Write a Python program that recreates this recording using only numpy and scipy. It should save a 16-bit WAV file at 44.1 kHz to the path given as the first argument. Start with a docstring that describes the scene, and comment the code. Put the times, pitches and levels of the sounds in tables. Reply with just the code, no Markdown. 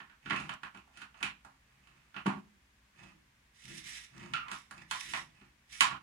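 """A child fits a plastic window piece into a hollow toy house that stands on a wooden table in a small room.
Each knock is a coloured click, spread by tiny rebounds, with a table thud and decaying tones of house and table.
Coloured noise makes plastic sliding on plastic, fingers scuffing the walls and the rumble of the table;
a wobbling, sinking tone makes the scrape of the piece. Room echoes follow the knocks, over faint still air."""
import sys
import numpy as np
from scipy import signal
from scipy.fft import rfft, irfft
from scipy.io import wavfile
from scipy.ndimage import uniform_filter1d

SR = 44100
rng = np.random.default_rng(int(sys.argv[2]) if len(sys.argv) > 2 else 0)


def master(y):
    """Save y as 16-bit WAV."""
    cut = np.clip(np.atleast_2d(y).T, -1, 1)
    pcm = np.round(cut * 32767)  # scale
    wavfile.write(sys.argv[1], SR, pcm.astype(np.int16))


N = 265482  # length of the scene [samples]
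HIT_SIZE = 8192  # length of one hit [samples]

# knocks of the piece: (time [s], relative clack level [dB], relative thud level [dB], relative snap level [dB],
# hardness as tilt [dB per octave], pitch of the struck spot [Hz])
KNOCKS = [(0.002, -42, -55, -84, -1.5, 1750), (0.097, -48.5, -66, -81, 0.5, 1590),
          (0.259, -39, -43, -76, 2, 1468), (0.298, -36, -60, -55, 3, 2120),
          (0.306, -25.5, -37.5, -58, -2, 1947), (0.33, -35, -36, -57, -5.5, 1110),
          (0.361, -33.5, -52, -53, 2, 2500), (0.401, -42.5, -53, -54.5, -8, 1530),
          (0.493, -33.5, -54.5, -53.5, -3, 3050), (0.633, -36.5, -54, -61, -2, 1590),
          (0.747, -44, -52.5, -64.5, -5.5, 2450), (0.773, -50.5, -51.5, -66, 12, 2580),
          (0.874, -51, -71, -76, -18.5, 895), (0.973, -47, -58.5, -55.5, 7, 1370),
          (1.017, -40.5, -57.5, -58.5, 1, 1540), (1.143, -48, -63, -84, -4, 2710),
          (1.207, -44, -55, -74, -7.5, 1500), (1.228, -26.5, -43.5, -41, 2, 2430),
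          (1.448, -45, -55.5, -59, -9.5, 1520), (1.872, -52.5, -67, -66, -1.5, 2770),
          (2.143, -43.5, -65, -90, -1, 1330), (2.164, -36, -47, -68, -2, 2730),
          (2.259, -29, -29.5, -61, -10, 1020), (2.264, -29, -26.5, -48.5, -4.5, 860),
          (4.336, -28.5, -79, -49.5, 5.5, 1360), (4.483, -41.5, -64, -60.5, 1, 1040),
          (4.515, -35.5, -49, -45, 0, 1250), (4.71, -42, -59, -51, -7.5, 1670),
          (4.911, -29.5, -56, -38, 2.5, 983), (5.136, -28, -51, -47, -1.5, 1990),
          (5.413, -54, -51, -84, 0, 830), (5.807, -17.5, -42.5, -25, 2, 1010),
          (5.912, -36, -54, -61, -3, 1230)]
# colour of plastic sliding on plastic: (frequency [Hz], relative level [dB])
HISS = [(410, -73), (700, -24), (1320, -12), (1430, -12), (1900, 1), (3270, -2.5), (3770, -1), (4410, -9),
        (5860, -0.5), (6340, -11.5), (7600, -4.5), (8430, -13.5), (9350, -6.5), (14300, -34), (15500, -31)]
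# the house stands to the right: left over right level [dB], delay of the left side [s]
HOUSE_PAN_DB, HOUSE_LAG_S = -6.5, 0.00061


def contacts(clack_gain_db=20, snap_gain_db=21.5, firm_s=0.00081, soft_s=0.0022):
    """Each touch is a clack of the shell and a bright snap at the edge."""
    # colour of the shell's clack: (frequency [Hz], relative level [dB])
    clack_colour = [(290, -50.5), (500, -25), (648, -12.5), (859, -6), (963, -5.5), (1110, 0.5),
                    (1260, -5.5), (1400, -0.5), (2140, -7), (2450, -3), (3150, -5.5), (3490, -12),
                    (6000, -28), (7800, -40), (13200, -120)]
    # colour of the edge's snap: (frequency [Hz], relative level [dB])
    snap_colour = [(2500, -11), (4000, 3.5), (5200, -0.5), (7400, 6), (8400, 0.5), (9600, 5),
                   (11500, -12.5), (15000, -19)]
    plastic = np.zeros((2, N))
    for s, clack_db, _, snap_db, tilt_db, spot_hz, spot_db in touches():
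        clack = from_db(clack_db + clack_gain_db) * pulse(clack_colour, tilt_db, spot_hz, spot_db)
        snap = from_db(snap_db + snap_gain_db) * pulse(snap_colour)
        # bright contacts are over quickly, dull ones grind a little longer
        length_s = np.interp(snap_db - clack_db, [-25, -8], [soft_s, firm_s])
        add(plastic, s, through(clack + snap, chatter(length_s, first_touch=0.45)))
    return from_house(plastic)


def touches():
    """A knocked piece touches, then settles: weaker and duller, but with more weight on the table."""
    settle_s, settle_loss_db, settle_tilt_db = 0.0095, 10, -6.0  # tilt in dB per octave
    first_thud_db = -8.5  # thud of the first touch, against that of the settling
    first_spot_db, settle_spot_db = 6.5, 10  # how much the struck spot stands out, before hardness
    spot_per_tilt = 0.4  # a harder edge rings its spot more: dB per (dB per octave) of tilt
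    rows = []
    for s, clack_db, thud_db, snap_db, tilt_db, spot_hz in KNOCKS:
        harder_db = spot_per_tilt * tilt_db
        first_spot = max(first_spot_db + harder_db, 0)
        settle_spot = max(settle_spot_db + harder_db, 0)
        # same columns as the knocks, then the boost of the spot [dB]
        rows.append((s, clack_db, thud_db + first_thud_db, snap_db, tilt_db, spot_hz, first_spot))
        rows.append((s + settle_s, clack_db - settle_loss_db, thud_db, snap_db - 2 * settle_loss_db,
                     tilt_db + settle_tilt_db, spot_hz, settle_spot))
    return rows


def chatter(length_s, first_touch):
    """A first touch, then uneven tiny rebounds on each side, spread in time with almost no colour of their own."""
    t = np.arange(HIT_SIZE) / SR
    rebounds = rng.standard_normal((2, HIT_SIZE)) ** 3 * np.sqrt(t) * np.exp(-t / length_s)
    spectrum = rfft(first_touch * (t == 0) + unit(rebounds))
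    flat = spectrum / (np.abs(spectrum) + 1e-9)  # keep only the timing of each frequency
    return unit(irfft(flat)[:, :HIT_SIZE // 2])


def ringing(house_gain_db=24.0, house_per_db=1.53, table_gain_db=23, table_cut_hz=130):
    """After each knock house and table ring on; a softer knock stirs the house disproportionately less."""
    # ringing tones of the hollow house: (frequency [Hz], relative level [dB], 60 dB decay before damping [s])
    house_modes = [(862, -19, 0.087), (1077, 0, 0.24), (1130, -27, 0.72), (1455, -4.5, 0.38),
                   (1724, 6.5, 0.15), (1970, 15, 0.17), (2200, -19, 0.45), (2340, -34, 0.35),
                   (2640, 11, 0.31), (2910, 15, 0.19), (3160, 6, 0.18), (3429, -38, 0.27),
                   (3670, -24, 0.29), (3730, -36, 0.38), (3720, -35, 0.29)]
    # ringing tones of the table with the house on it, same columns
    table_modes = [(155.5, -6, 0.79), (206.7, 4, 0.12), (266.2, 0.5, 0.34), (309.7, 0, 0.16),
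                   (372.6, -6, 0.25)]
    house, table = np.zeros((2, 2, N))
    hardest_db = max(row[1] for row in KNOCKS)
    for s, clack_db, thud_db, *_ in KNOCKS:
        sides = [ring(house_modes, damping=1.5, scatter_db=2.0, detune=0.0024) for side in "LR"]
        house_db = clack_db + house_gain_db + house_per_db * (clack_db - hardest_db)
        add(house, s, from_db(house_db) * panned(HOUSE_PAN_DB) * np.stack(sides))
        wood = ring(table_modes, damping=0.85, scatter_db=1.0, detune=0.0096)
        add(table, s, from_db(thud_db + table_gain_db) * wood)
    # keep deep bass out of the table's ringing
    bass_cut = signal.butter(2, table_cut_hz, "high", fs=SR, output="sos")
    return house + signal.sosfilt(bass_cut, table + 1e-18)


def ring(modes, damping, scatter_db, detune):
    """One blow on a set of dying tones; each blow varies their strength and pitch a little at random; energy one."""
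    hz, db, t60 = np.transpose(modes)[:, :, None]
    t = np.arange(HIT_SIZE) / SR
    strength = from_db(db + scatter_db * rng.standard_normal(db.shape)) * rng.choice([-1, 1], db.shape)
    hz = hz * (1 + detune * rng.standard_normal(hz.shape))
    decay = from_db(-60 * t * damping / np.maximum(t60, .01))
    return unit(np.sum(strength * decay * np.sin(2 * np.pi * hz * t), axis=0))


def thuds(gain_db=17, boom_hz=203, boom_db=8):
    """The weight behind each touch thumps the tabletop, which booms briefly at one low pitch."""
    # colour of the thump: (frequency [Hz], relative level [dB])
    thump_colour = [(41, -73), (70, -65), (102, -1), (132, 3), (205, -0.5), (236, -8.5), (372, -3),
                    (462, -22), (520, -31.5), (680, -64), (1140, -120)]
    out = np.zeros((2, N))
    thump = pulse(thump_colour, spot_hz=boom_hz, spot_db=boom_db)
    for s, _, thud_db, *_ in touches():
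        add(out, s, from_db(thud_db + gain_db) * thump)
    return out


def ticks(gain_db=23, pitch_db=6, tick_s=0.0025, pan_db=-9):
    """An edge slips: one very short, dry click in the colour of the sliding plastic."""
    # slips of the edge: (time [s], relative level [dB], pitch [Hz])
    slips = [(0.537, -52.5, 8050), (3.654, -46.5, 2600), (3.78, -44.5, 5500), (4.046, -49.5, 6280),
             (4.179, -53.5, 5810), (5.008, -37, 2570)]
    out = np.zeros((2, N))
    for s, db, hz in slips:
        click = pulse(HISS, 0, hz, pitch_db)
        add(out, s, from_db(db + gain_db) * through(click, chatter(tick_s, first_touch=0.31)))
    return panned(pan_db) * out


def scrape(jitter_hz=70, jitter_rate_hz=250, octave_db=-5):
    """The piece sticks and slips into its opening: a rough squeak and octave, biting, then dragging and sinking."""
    start_s, length_s = 4.34, 0.18
    start_hz, sag_hz, sag_power = 1408, 471, 1.3  # the pitch sinks as the piece closes the opening
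    bite_db, drag_db, attack_s, release_db_per_s = -32, -56, 0.0035, 1100
    progress = np.clip((np.arange(N) / SR - start_s) / length_s, 0, 1)
    hz = start_hz - sag_hz * progress ** sag_power
    slow = signal.butter(2, jitter_rate_hz, fs=SR, output="sos")
    wander = signal.sosfilt(slow, rng.standard_normal((2, N)))
    pitch_wander, force_wander = unit(wander) * np.sqrt(N)
    phase = 2 * np.pi * np.cumsum(hz + jitter_hz * pitch_wander) / SR
    tone = np.sin(phase) + from_db(octave_db) * np.sin(2 * phase)
    squeak = tone * (1 + .5 * force_wander)
    bite = from_db(bite_db) * envelope(start_s, attack_s, attack_s, release_db_per_s)
    drag = from_db(drag_db) * envelope(start_s, attack_s, length_s, release_db_per_s)
    return squeak * (bite + drag)


def sliding(gain_db=-5, bright_db=-6, bright_per_db=0.8, bright_hz=5000, judder_db=1.46, judder_hz=45):
    """Plastic slides on plastic, juddering; the faster the stroke, the louder and the brighter its hiss."""
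    # strokes: (start [s], length [s], relative hiss level [dB], change along the stroke [dB])
    stroke_table = [(3.528, 0.17, -55, 0), (3.64, 0.14, -54, 6), (3.823, 0.21, -43.5, -9),
                    (4.488, 0.11, -50, -5), (4.873, 0.3, -49.5, 2.5), (5.669, 0.11, -54, 7)]
    attack_s, release_db_per_s = 0.046, 210
    speeds = [from_db(db) * envelope(s, attack_s, length, release_db_per_s, change_db)
              for s, length, db, change_db in stroke_table]
    level_db = 20 * np.log10(np.max(speeds, axis=0) + 1e-9)
    high_pass = signal.butter(2, bright_hz, "high", fs=SR, output="sos")
    fine = unit(signal.sosfilt(high_pass, friction(HISS, grain_db=5.0))) * np.sqrt(N)
    brightness = from_db(bright_db + bright_per_db * (level_db - level_db.max()))
    slow = signal.butter(2, judder_hz, fs=SR, output="sos")
    judder = unit(signal.sosfilt(slow, rng.standard_normal(N))) * np.sqrt(N)
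    loudness = from_db(level_db + gain_db + judder_db * judder)
    return loudness * (friction(HISS, grain_db=3.5) + brightness * fine)


def handling(scuff_gain_db=-7.5, rumble_gain_db=-3.5, rumble_lag_s=0.0096):
    """Shifting fingers scuff the shell and, a little later, rumble the table; rubbing comes from the house."""
    # fingers shifting: (middle [s], length [s], relative scuff level [dB], relative table rumble level [dB])
    grips = [(0.376, 0.34, -48.5, -49.5), (0.97, 0.11, -50, -87), (1.189, 0.12, -54, -84),
             (1.888, 0.65, -65, -68.5), (3.032, 0.21, -52, -53), (3.706, 0.18, -59, -50),
             (4.224, 0.27, -49, -47.5), (4.781, 0.14, -53.5, -52), (5.144, 0.28, -100, -53.5),
             (5.394, 0.25, -63, -63.5), (5.89, 0.13, -64, -50.5)]
    # colour of fingers on the walls: (frequency [Hz], relative level [dB])
    scuff_colour = [(320, -50), (550, -12.5), (761, -6.5), (1080, -2.5), (1560, -7.5), (1720, -2),
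                    (2160, -4.5), (2540, 0.5), (3330, -12.5), (9330, -19.5), (14000, -60)]
    # colour of the table's rumble: (frequency [Hz], relative level [dB])
    rumble_colour = [(29, -50), (50, -18), (96, -13.5), (136, 3.5), (287, -13.5), (322, -7.5), (426, -35),
                     (600, -27), (780, -44), (1320, -120)]
    t = np.arange(N) / SR
    scuff, rumble = 0, 0
    for middle, length, scuff_db, rumble_db in grips:
        swell = np.cos(np.pi * np.clip((t - middle) / length, -.5, .5))
        scuff = scuff + swell * from_db(scuff_db + scuff_gain_db)
        rumble = rumble + swell * from_db(rumble_db + rumble_gain_db)
    rubbing = sliding() + scuff * friction(scuff_colour, grain_db=7) + scrape()
    late_rumble = np.interp(t - rumble_lag_s, t, rumble)
    return from_house(rubbing) + late_rumble * friction(rumble_colour, grain_db=-1.0)


def friction(spectrum, grain_db):
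    """Surface bumps catch and slip: dense grains of uneven size in the given colour; rms one."""
    sizes = from_db(grain_db * np.repeat(rng.standard_normal(N // 64 + 1), 64)[:N])
    return unit(through(rng.standard_normal(N) * sizes, pulse(spectrum))) * np.sqrt(N)


def from_house(x):
    """Place a sound at the house: quieter and later on the left."""
    left, right = np.broadcast_to(x, (2, N))
    late_left = np.pad(left, (round(HOUSE_LAG_S * SR), 0))[:N]
    return panned(HOUSE_PAN_DB) * np.vstack([late_left, right])


def room(x, first_echo_s=0.00049, build_s=0.0092, shared_below_hz=270):
    """Direct sound, first reflections and dense echoes that die band by band; the bass is alike on both sides."""
    # echoes of the room: (frequency [Hz], 60 dB decay [s], echoes over direct sound [dB])
    room_bands = [(102, 0.28, -0.5), (278, 0.56, 3.5), (685, 0.32, 4.5), (1290, 0.26, 7), (3040, 0.29, 3.5),
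                  (5850, 0.22, 1.5), (11800, 0.16, 0)]
    t = np.arange(SR * 2 // 3) / SR
    edges = 45 * 2 ** np.arange(0, 8.6, .5)  # half-octave bands [Hz]
    white = rng.standard_normal((2, 3, len(t)))  # left, right and shared; neighbouring bands take turns
    echoes = 0
    onset = 1 - np.exp(-np.maximum(t - first_echo_s, 0) / build_s)
    for k, (low, high) in enumerate(zip(edges, edges[1:])):
        hz = np.sqrt(low * high)
        band_pass = signal.butter(2, [low, high], "band", fs=SR, output="sos")
        band = signal.sosfilt(band_pass, white[k % 2])
        alike = 1 / (1 + ((hz / shared_below_hz) ** 2) ** 2)
        band = np.sqrt(alike) * band[2] + np.sqrt(1 - alike) * band[:2]
        dying = unit(band * onset * from_db(-60 * t / at_hz(room_bands, hz)))
        band_share = np.sqrt(2 * (high - low) / SR)
        echoes = echoes + dying * band_share * from_db(at_hz(room_bands, hz, axis=2))
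    return reflected(x) + through(x, echoes)


def reflected(x):
    """The tabletop and nearby walls return sharp copies of a sound."""
    # tabletop and walls: (delay to the left [s], delay to the right [s], level of the copy [dB])
    near_surfaces = [(.0021, 0.0023, -5), (.0052, 0.0043, -6.5), (.0098, 0.0074, -17.5),
                     (0.0152, 0.0086, -16.5)]
    out = x.copy()
    for left_s, right_s, db in near_surfaces:
        for side, s in enumerate((left_s, right_s)):
            add(out[side:side + 1], s, from_db(db) * x[side:side + 1])
    return out


def air(low_db=-67.5, high_db=-65.5, side_db=-18):
    """A faint low murmur of the building, nearly alike on both sides, under a thin even hiss."""
    # colour of the murmur: (frequency [Hz], relative level [dB])
    murmur_colour = [(12, -46.5), (20, -25), (22, -18), (65, 3), (92, -11.5), (139, -3.5), (161, -17),
                     (197, -7), (500, -28.5), (650, -72), (1100, -120)]
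    # colour of the thin hiss: (frequency [Hz], relative level [dB])
    thin_colour = [(240, -41.5), (400, -8), (687, -7.5), (839, -5), (1160, -2), (1330, -5), (1600, -1),
                   (2120, -1), (4180, -10.5), (7060, -13), (16000, -24)]
    murmur = rng.standard_normal(N) + from_db(side_db) * rng.standard_normal((2, N))
    low = through(murmur, pulse(murmur_colour))
    high = through(rng.standard_normal((2, N)), pulse(thin_colour))
    return from_db(low_db) * low + from_db(high_db) * high


def pulse(spectrum, tilt_db=0, spot_hz=1000, spot_db=0, spot_octaves=0.22, skirt_db=30):
    """The sharpest click of this colour with no sound ahead of it, tilted and raised round one pitch; energy one."""
    hz = np.maximum(np.arange(HIT_SIZE // 2 + 1) * SR / HIT_SIZE, 1)
    octaves_outside = np.abs(np.log2(hz / np.clip(hz, spectrum[0][0], spectrum[-1][0])))
    db = at_hz(spectrum, hz) - skirt_db * np.minimum(octaves_outside, 2)
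    db = db + tilt_db * np.log2(np.clip(hz, 750, 3300))  # only the middle range is tilted
    db = db + spot_db * np.exp(-(np.log2(hz / spot_hz) / spot_octaves) ** 2)
    # minimum phase: fold the cepstrum so that the energy comes as early as it can
    cepstrum = irfft(np.log(from_db(db)))[:HIT_SIZE // 2]
    return unit(irfft(np.exp(2 * rfft(cepstrum, HIT_SIZE) - cepstrum[0])))


def envelope(start_s, attack_s, length_s, release_db_per_s, change_db=0):
    """Rise, hold with a steady change to the end of the length, then die away."""
    age = np.arange(N) / SR - start_s
    release_db = np.clip(release_db_per_s * (age - length_s), 0, 200)
    change = change_db * np.clip(age / length_s, 0, 1)
    return np.clip(age / attack_s, 0, 1) * from_db(change - release_db)


def panned(pan_db):
    """Left and right gains for a left-right difference, power kept."""
    return np.sqrt(2) * unit(from_db([pan_db / 2, -pan_db / 2]))[:, None]


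def from_db(db):
    """Decibels to gain."""
    return 10 ** (np.asarray(db) / 20)


def unit(x):
    """Scale to an energy of one."""
    return x / np.sqrt(np.sum(x ** 2, axis=-1, keepdims=True) + 1e-20)


def at_hz(points, hz, axis=1):
    """Read a column of a table on a log-frequency axis."""
    rows = np.array(points, float)
    return np.interp(np.log(hz), np.log(rows[:, 0]), rows[:, axis])


def through(x, response):
    """Pass a signal through an impulse response, keeping its length."""
    return signal.fftconvolve(np.atleast_2d(x), np.atleast_2d(response), axes=-1)[:, :np.shape(x)[-1]]


def add(out, s, sound):
    """Mix a sound in at a time in seconds."""
    start = int(np.clip(round(s * SR), 0, N - 1))
    out[:, start:start + sound.shape[-1]] += sound[..., :N - start]


def scene(thud_room_db=-2.0):
    """Contacts and handling in the room, drier thuds, ringing of house and table, dry ticks, still air."""
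    table = thuds()
    in_room = room(contacts() + handling() + from_db(thud_room_db) * table)
    return in_room + table + ringing() + ticks() + air()


def record(dry, open_db=-46, range_db=8, depth_db=5, cutoff_hz=15800):
    """A noise suppressor turns quiet moments down, cutting the tails short; the top is cut steeply."""
    power = uniform_filter1d(np.mean(dry ** 2, axis=0), size=880)  # averaged over 20 ms
    level_db = 10 * np.log10(np.abs(power) + 1e-12)
    quiet = np.clip((open_db - level_db) / range_db, 0, 1)
    top_cut = signal.ellip(10, .1, 80, cutoff_hz, fs=SR, output="sos")
    return signal.sosfilt(top_cut, dry * from_db(-depth_db * quiet))


dry = scene()
out = record(dry)
master(out)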